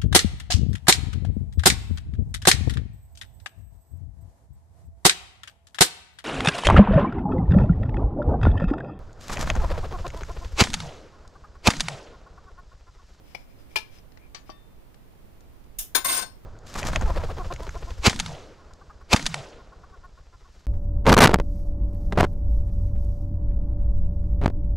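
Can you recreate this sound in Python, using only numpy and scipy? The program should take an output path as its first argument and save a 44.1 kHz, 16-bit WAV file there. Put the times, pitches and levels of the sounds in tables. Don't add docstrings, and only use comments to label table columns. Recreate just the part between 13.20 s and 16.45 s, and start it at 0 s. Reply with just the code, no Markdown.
import sys
import numpy as np
from scipy import signal
from scipy.fft import rfft, irfft
from scipy.io import wavfile
from scipy.ndimage import uniform_filter1d

SR = 44100
rng = np.random.default_rng(int(sys.argv[2]) if len(sys.argv) > 2 else 0)


def linear_from_db(decibels):
    return 10 ** (np.asarray(decibels, float) / 20)


def transcribe(signal):
    frames = np.atleast_2d(signal).T
    limited = np.clip(frames, -1, 1)
    pcm = np.round(limited * 32767).astype(np.int16)
    wavfile.write(sys.argv[1], SR, pcm)


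N = 143325


def table(hz, rows):
    r = np.array(rows, float)
    return np.interp(np.log(np.maximum(hz, 1)), np.log(r[:, 0]), r[:, 1])


def unit(x):
    return x / np.sqrt(np.mean(x ** 2) + 1e-30)


def colour(x, rows, extra_db=0):
    hz = np.arange(x.shape[-1] // 2 + 1) * SR / x.shape[-1]
    return irfft(rfft(x) * linear_from_db(table(hz, rows) + extra_db), x.shape[-1])


def walk(n, rate):
    hold = max(int(SR / rate), 2)
    values = rng.standard_normal(n // 20 + 1)[:n // hold + 1]
    smooth = uniform_filter1d(np.repeat(values, hold), hold)
    return 1.6 * uniform_filter1d(smooth, hold)[:n]


def grit(n, rate, spread_db):
    chance, size, sign = rng.random(n), rng.exponential(size=n), rng.standard_normal(n)
    return (chance < rate / SR) * linear_from_db(spread_db * size) * np.sign(sign)


def sides(pan_db):
    return linear_from_db(np.array([[.5], [-.5]]) * pan_db)


def ring(push, modes, pan_db, tilt_db=0, scatter_db=0, wander_db=0, damp=1):
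    swell_s = 0.00057
    soft = np.exp(-1 / (swell_s * SR))
    out = 0
    for hz, db, t60 in modes:
        luck, turn = rng.standard_normal(), np.pi / 2 + 0.47 * rng.standard_normal()
        pole = np.exp(2j * np.pi * hz / SR - np.log(1000) / (max(t60 * damp, .01) * SR))
        z = signal.lfilter([1], [1, -pole], push * linear_from_db(wander_db * walk(len(push), 32)))
        z = signal.lfilter([1 - soft], [1, -soft * pole / abs(pole)], z)
        gain = linear_from_db(db + scatter_db * luck + tilt_db * np.log2(hz / 3000))
        out = out + gain * sides(pan_db) * np.array([z.imag, (z * np.exp(1j * turn)).imag])
    return out


def clack(push, rows, t60, tilt_db=0):
    t = np.arange(len(push)) / SR
    hz = np.maximum(np.arange(len(t) // 2 + 1) * SR / len(t), 50)
    n = rng.standard_normal((3, len(t)))
    n = 0.38 * n[2] + n[:2]
    n = colour(n, rows, tilt_db * np.log2(hz / 3000)) * linear_from_db(-60 * t / max(t60, .01))
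    return signal.fftconvolve(push[None], n, axes=1)[:, :len(t)]


def add(out, x, s):
    i = max(int(s * SR), 0)
    out[:, i:i + x.shape[1]] += x[:, :N - i]


def blows(hits, modes, rows, clack_db, clack_t60, scatter_db, chatter_s=.0005):
    out, t = np.zeros((2, N)), np.arange(SR // 3) / SR
    head = int(.015 * SR)
    for s, db, pan_db, damp, tilt_db in hits:
        push = grit(len(t), 2500, 1.77) * np.exp(-t / chatter_s)
        push[0] += 2.2
        tone = ring(push, modes, pan_db, tilt_db, scatter_db, damp=damp)
        noise = clack(push, rows, clack_t60 * damp, tilt_db)
        tone = tone / np.sqrt(np.mean(tone[0, :head] ** 2))
        noise = noise / np.sqrt(np.mean(noise[0, :head] ** 2))
        side = sides(pan_db)
        add(out, linear_from_db(db - 10) * (tone * side[0] + linear_from_db(clack_db) * noise * side), s - .0005)
    return out


# (frequency [Hz], density [dB per Hz])
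FLOOR_SPECTRUM = [(15, 4), (40, 2.5), (90, -5.5), (250, -11.5), (600, -17.5), (1500, -27), (7500, -40),
                  (14000, -37.5)]
# (frequency [Hz], left-right difference [dB])
FLOOR_PAN = [(60, -6.5), (110, -9), (200, -0.5), (380, -1.5), (700, -0.5), (1290, -2), (2380, -4),
             (4400, -2), (8120, 3), (15000, 6)]


def floor():
    hz = np.arange(N // 2 + 1) * SR / N
    balance = np.array([[.5], [-.5]]) * table(hz, FLOOR_PAN)
    x = colour(rng.standard_normal((2, N)), FLOOR_SPECTRUM, balance)
    bump_s, bump_db, bump_hz, bump_len_s = 2.6, -37, 32, 0.032
    t = np.arange(N) / SR - bump_s
    bump = linear_from_db(bump_db) * np.exp(-(t / bump_len_s) ** 2) * np.cos(2 * np.pi * bump_hz * t)
    return unit(x) * linear_from_db(-49 + 0.39 * walk(N, 3)) + bump * np.array([[.4], [1.6]])


def room(x):
    level_db, pan_db, gap_s = -18.5, 11.5, 0.0042
    low_t60_s, high_t60_s = 0.28, 0.2
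    t = np.arange(int(.6 * SR)) / SR
    n = rng.standard_normal((2, len(t)))
    low = signal.sosfilt(signal.butter(1, 3500, fs=SR, output="sos"), n)
    tail = low * linear_from_db(-60 * t / low_t60_s) + (n - low) * linear_from_db(-60 * t / high_t60_s)
    tail = tail * (t > gap_s)
    tail = tail / np.sqrt(np.sum(tail ** 2, axis=1, keepdims=True))
    return signal.fftconvolve(x[:1], tail, axes=1)[:, :N] * linear_from_db(level_db) * sides(pan_db)


# (time [s], peak level [dB], left-right difference [dB], centre frequency [Hz], width [octaves])
TICKS = [
    (.509, -52, 5, 8000, 1.5),
    (0.9202, -49, 11.5, 5040, 0.51),
    (0.9732, -41, 7.5, 2100, 0.26),
    (0.9742, -43.5, 8.5, 5540, 0.32),
    (1.7439, -47, 12, 2000, 0.67),
    (1.7444, -47, 7, 6000, 0.56),
    (2.2074, -48.5, 10, 5650, 0.74),
    (2.4414, -53.5, 9, 5000, 0.7),
]


def ticks():
    out, t = np.zeros((2, N)), np.arange(4096) / SR
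    t60_s = 0.029
    for s, db, pan_db, hz, width in TICKS:
        bell = [(hz * 2 ** (k * width), -7 * k * k) for k in (-0.2, 1.1, -2.4, 0.29, 3.2)]
        x = colour(rng.standard_normal((2, len(t))), bell)
        add(out, unit(x) * linear_from_db(db - 8 - 60 * t / t60_s) * sides(pan_db), s - .0005)
    return out


# (time [s], peak level [dB], left-right difference [dB],
# ring length re free [0-1], brightness [dB per octave])
BOARD_HITS = [
    (1.2935, -34.5, 14.4, 0.81, -0.83),
]
# (frequency [Hz], level [dB], t60 [s])
BOARD_MODES = [(326, -3.5, 0.038), (632, 0.5, 0.078), (780, 1.5, 0.058), (1140, -8.5, 0.1)]
# (frequency [Hz], density [dB per Hz])
BOARD_CLACK = [(200, 0), (700, -1), (2500, -26), (9000, -49)]


def board_knock():
    return blows(BOARD_HITS, BOARD_MODES, BOARD_CLACK, clack_db=-10, clack_t60=.01, scatter_db=2.5)


RIM_HITS = [
    (1.1473, -33, 12, 0.61, 0.0013),
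]
# (frequency [Hz], level [dB], t60 [s])
RIM_MODES = [(1150, 0, 0.11), (1766, -16, 0.54), (2100, 0.5, 0.048), (2610, -14, 0.27), (3060, -2.5, 0.065),
             (3640, -10, 0.098), (4323, -3, 0.17), (4670, -2.5, 0.16), (5152, -16, 0.12), (5830, 1, 0.091),
             (6460, -5, 0.12), (7000, -14, 0.22), (7960, -17, .14), (8400, -12, 0.097)]
# (frequency [Hz], density [dB per Hz])
RIM_CLACK = [(210, -41), (350, -11.5), (1140, -10), (3870, -12.5), (4470, -9.5), (14300, -50), (16500, -65)]


def rim_knock():
    return blows(RIM_HITS, RIM_MODES, RIM_CLACK, clack_db=-2.5, clack_t60=0.23, scatter_db=0.5)


FORK_HITS = [
    (1.2994, -43.5, 15, 0.93, 0),
]
# (frequency [Hz], level [dB], t60 [s])
FORK_MODES = [(1092, -10, .12), (1816, -14.5, 0.48), (2650, -10.5, 0.32), (3110, -6, 0.085),
              (3586, -16, 0.7), (4590, -2, 0.11), (5012, -8, .1), (5670, -3.5, .07)]


def fork_ring():
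    return blows(FORK_HITS, FORK_MODES, RIM_CLACK, clack_db=-1.7, clack_t60=0.1, scatter_db=.4)


PLATE_HITS = [
    (.1486, -30.5, 14, 0.29, -3.5),
    (.5586, -15, 11, 0.66, -0.3),
]
# (frequency [Hz], level [dB], t60 [s])
PLATE_MODES = [(877, -4, .09), (520, -14, 0.08), (730, -9, 0.07), (1712, -11, 0.11), (2270, -1, 0.09),
               (2342, 4, 0.17), (2415, -3, 0.1), (3252, -8, 0.17), (3575, -16, 0.28), (5016, -4, 0.09),
               (5130, -8, 0.14), (5350, -8, .13), (5600, -10, 0.12), (6050, -13, 0.13)]
# (frequency [Hz], density [dB per Hz])
PLATE_CLACK = [(200, -30.5), (880, -6.5), (1300, -21.5), (2330, -6), (5200, -15), (7000, -21.5),
               (13700, -25.5), (16500, -38)]


def plate_knocks():
    return blows(PLATE_HITS, PLATE_MODES, PLATE_CLACK, clack_db=-2.8, clack_t60=0.148, scatter_db=1.7,
                 chatter_s=.004)


# (start [s], length [s], level [dB], brightness [dB per octave])
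SAWS = [
    (.01, 0.26, -67, 11.5),
    (0.281, 0.058, -66, 0),
    (0.346, 0.12, -71, 10.5),
    (0.483, 0.091, -63, 6),
    (0.697, .12, -60.5, 8),
    (0.976, 0.12, -63, -10),
    (1.246, 0.089, -63.5, 7),
    (1.526, 0.051, -81, -9),
]


def sawing():
    out, t = np.zeros((2, N)), np.arange(SR // 4) / SR
    grains_per_s, pan_db, hiss_db = 1900, 8.5, -8
    for s, length, db, tilt_db in SAWS:
        press = np.sin(np.pi * np.clip(t / length, 0, 1))
        push = grit(len(t), grains_per_s, 2.8) * press
        tone = ring(push, PLATE_MODES[3:], pan_db, tilt_db, scatter_db=2.4, damp=0.26)
        hiss = colour(rng.standard_normal((2, len(t))), [(800, -1.0), (3000, 0.5), (12000, -15)])
        hiss = unit(hiss) * press * sides(pan_db)
        tone = unit(tone) * np.sqrt(np.mean(press ** 2))
        add(out, linear_from_db(db) * (tone + linear_from_db(hiss_db + tilt_db) * hiss), s)
    return out


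TIP_HITS = [
    (2.5865, -23.5, -0.12, 0.48, 2),
]
# (frequency [Hz], level [dB], t60 [s])
KNIFE_MODES = [(2110, -18, .15), (3600, -9, .09), (4130, -15, .08), (4344, -21, .12), (5350, -10, .15),
               (6660, -10, .09), (6970, -16, .1), (8622, 2, .09), (8965, -14, .12), (10575, -5, .085),
               (11030, -11, .11), (12805, -9, .085), (13550, -12, .11), (15342, -9, .065)]
# (frequency [Hz], density [dB per Hz])
TIP_CLACK = [(120, -40), (350, -10), (2100, -19.5), (3400, -8.5), (4500, -18), (5200, -7.5), (9000, -9),
             (15000, -6)]


def tip_tap():
    return blows(TIP_HITS, KNIFE_MODES, TIP_CLACK, clack_db=8.46, clack_t60=0.42, scatter_db=0.83,
                 chatter_s=0.0062)


REST_HITS = [
    (3.026, -32, 12.3, 1, 0),
]
# (frequency [Hz], level [dB], t60 [s])
REST_MODES = [(1072, 0, 0.074), (1550, 2, .08), (2110, -6, 0.16), (2750, -3, .12), (4344, -8, .3),
              (5362, -9, 0.35), (11060, -16, .18), (13560, -17, .14)]
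# (frequency [Hz], density [dB per Hz])
STONE_CLACK = [(100, -14.5), (300, -3.5), (1080, -3), (1550, -5.5), (3500, -5.5), (7000, -11.5),
               (9500, -35.5), (16000, -39.5)]


def rest_ring():
    return blows(REST_HITS, REST_MODES, STONE_CLACK, clack_db=-1.7, clack_t60=0.1, scatter_db=.4)


# (time [s], contact pressure [dB], left-right difference [dB])
SLIDE = [
    (2.85, -29, 15),
    (2.868, -33, 6),
    (2.889, -25, -2),
    (2.911, -31.5, -1),
    (2.936, -31.5, 0.5),
    (2.977, -29, 5),
    (3.026, -39, 12.5),
    (3.049, -72, 5),
]


def slide():
    c = np.array(SLIDE, float)
    t = c[0, 0] + np.arange(SR // 2) / SR
    press = linear_from_db(np.interp(t, c[:, 0], c[:, 1], right=-120))
    push = grit(len(t), 1300, 3.17) * press
    tone = ring(push, KNIFE_MODES + COUNTER_MODES, 0, wander_db=3, damp=0.8)
    noise = clack(push, STONE_CLACK, 0.094)
    mix = unit(tone) + linear_from_db(-4.5) * unit(noise)
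    out = np.zeros((2, N))
    pan_db = np.interp(t, c[:, 0], c[:, 2])
    add(out, mix * np.sqrt(np.mean(press ** 2)) * sides(pan_db), c[0, 0])
    return out


KNIFE_HITS = [(2.8455, -16, 7.1, 0.25, 2), (2.856, -19.5, 4.7, 0.25, -1), (2.869, -23.5, 3, 0.56, 9),
              (2.8823, -14.5, 1, 0.63, 0.5), (2.896, -21, 2.5, 0.69, 2), (2.909, -24, 3, 0.32, -3),
              (2.919, -15, 4, 0.88, 1.5), (2.934, -20.5, 4, .5, 5), (2.945, -20, 6, 0.6, 6.5),
              (2.966, -19.5, 12, 0.76, 4.5), (2.99, -26, 9, 0.25, -0.5), (3.012, -30, 13.8, 0.58, -3.5)]


def knife_chatter():
    return blows(KNIFE_HITS, KNIFE_MODES + COUNTER_MODES, STONE_CLACK, clack_db=-9.5, clack_t60=0.24,
                 scatter_db=1.5, chatter_s=0.0218)


DROP_HITS = [
    (2.7488, -16, 19.7, 0.76, 1),
    (2.7525, -12.5, 9.5, 0.51, 0.18),
    (2.7615, -14, 10, 0.53, 1),
    (2.775, -21, 7.3, 1, 0.21),
]
# (frequency [Hz], level [dB], t60 [s])
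FLAT_MODES = [(2110, -14, .2), (3601, 0, .09), (4177, -6, .15), (5340, -2, .09), (5852, -16, .2),
              (6621, -3, .11), (6975, -2, .11), (8640, -5, .06), (8975, -1, .12), (10580, -14, .15),
              (11022, -6, .14), (12815, -8, .13), (13550, -9, .12), (15342, -6, .14)]
# (frequency [Hz], level [dB], t60 [s])
HANDLE_MODES = [(2660, -14, 0.084), (4910, -14, 0.13), (6050, -21, .1), (7600, -23.5, .1), (8090, -17, .12)]
# (frequency [Hz], level [dB], t60 [s])
STONE_MODES = [(724.8, -11, 0.1), (1065, -2, 0.11), (1519, -1, 0.1)]
COUNTER_MODES = HANDLE_MODES + [(hz, db - 4.5, t60) for hz, db, t60 in STONE_MODES]


def knife_drop():
    return blows(DROP_HITS, FLAT_MODES + COUNTER_MODES, STONE_CLACK, clack_db=-5.5, clack_t60=0.16,
                 scatter_db=0, chatter_s=.004)


def scene():
    table_sounds = ticks() + board_knock() + rim_knock() + fork_ring() + plate_knocks() + sawing()
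    knife_sounds = tip_tap() + rest_ring() + slide() + knife_chatter() + knife_drop()
    near = table_sounds + knife_sounds
    return near + room(near) + floor()


def band_limit(x):
    return signal.sosfilt(signal.butter(12, 16870, fs=SR, output="sos"), x)


def record(dry):
    top_hz, slope_hz, leak_db = 15560, 150, 26
    hz = np.arange(N // 2 + 1) * SR / N
    loss_db = leak_db * np.clip((hz - top_hz) / slope_hz, 0, 1)
    finished = irfft(rfft(dry) * linear_from_db(-loss_db), N)
    return band_limit(finished)


dry = scene()
out = record(dry)
transcribe(out)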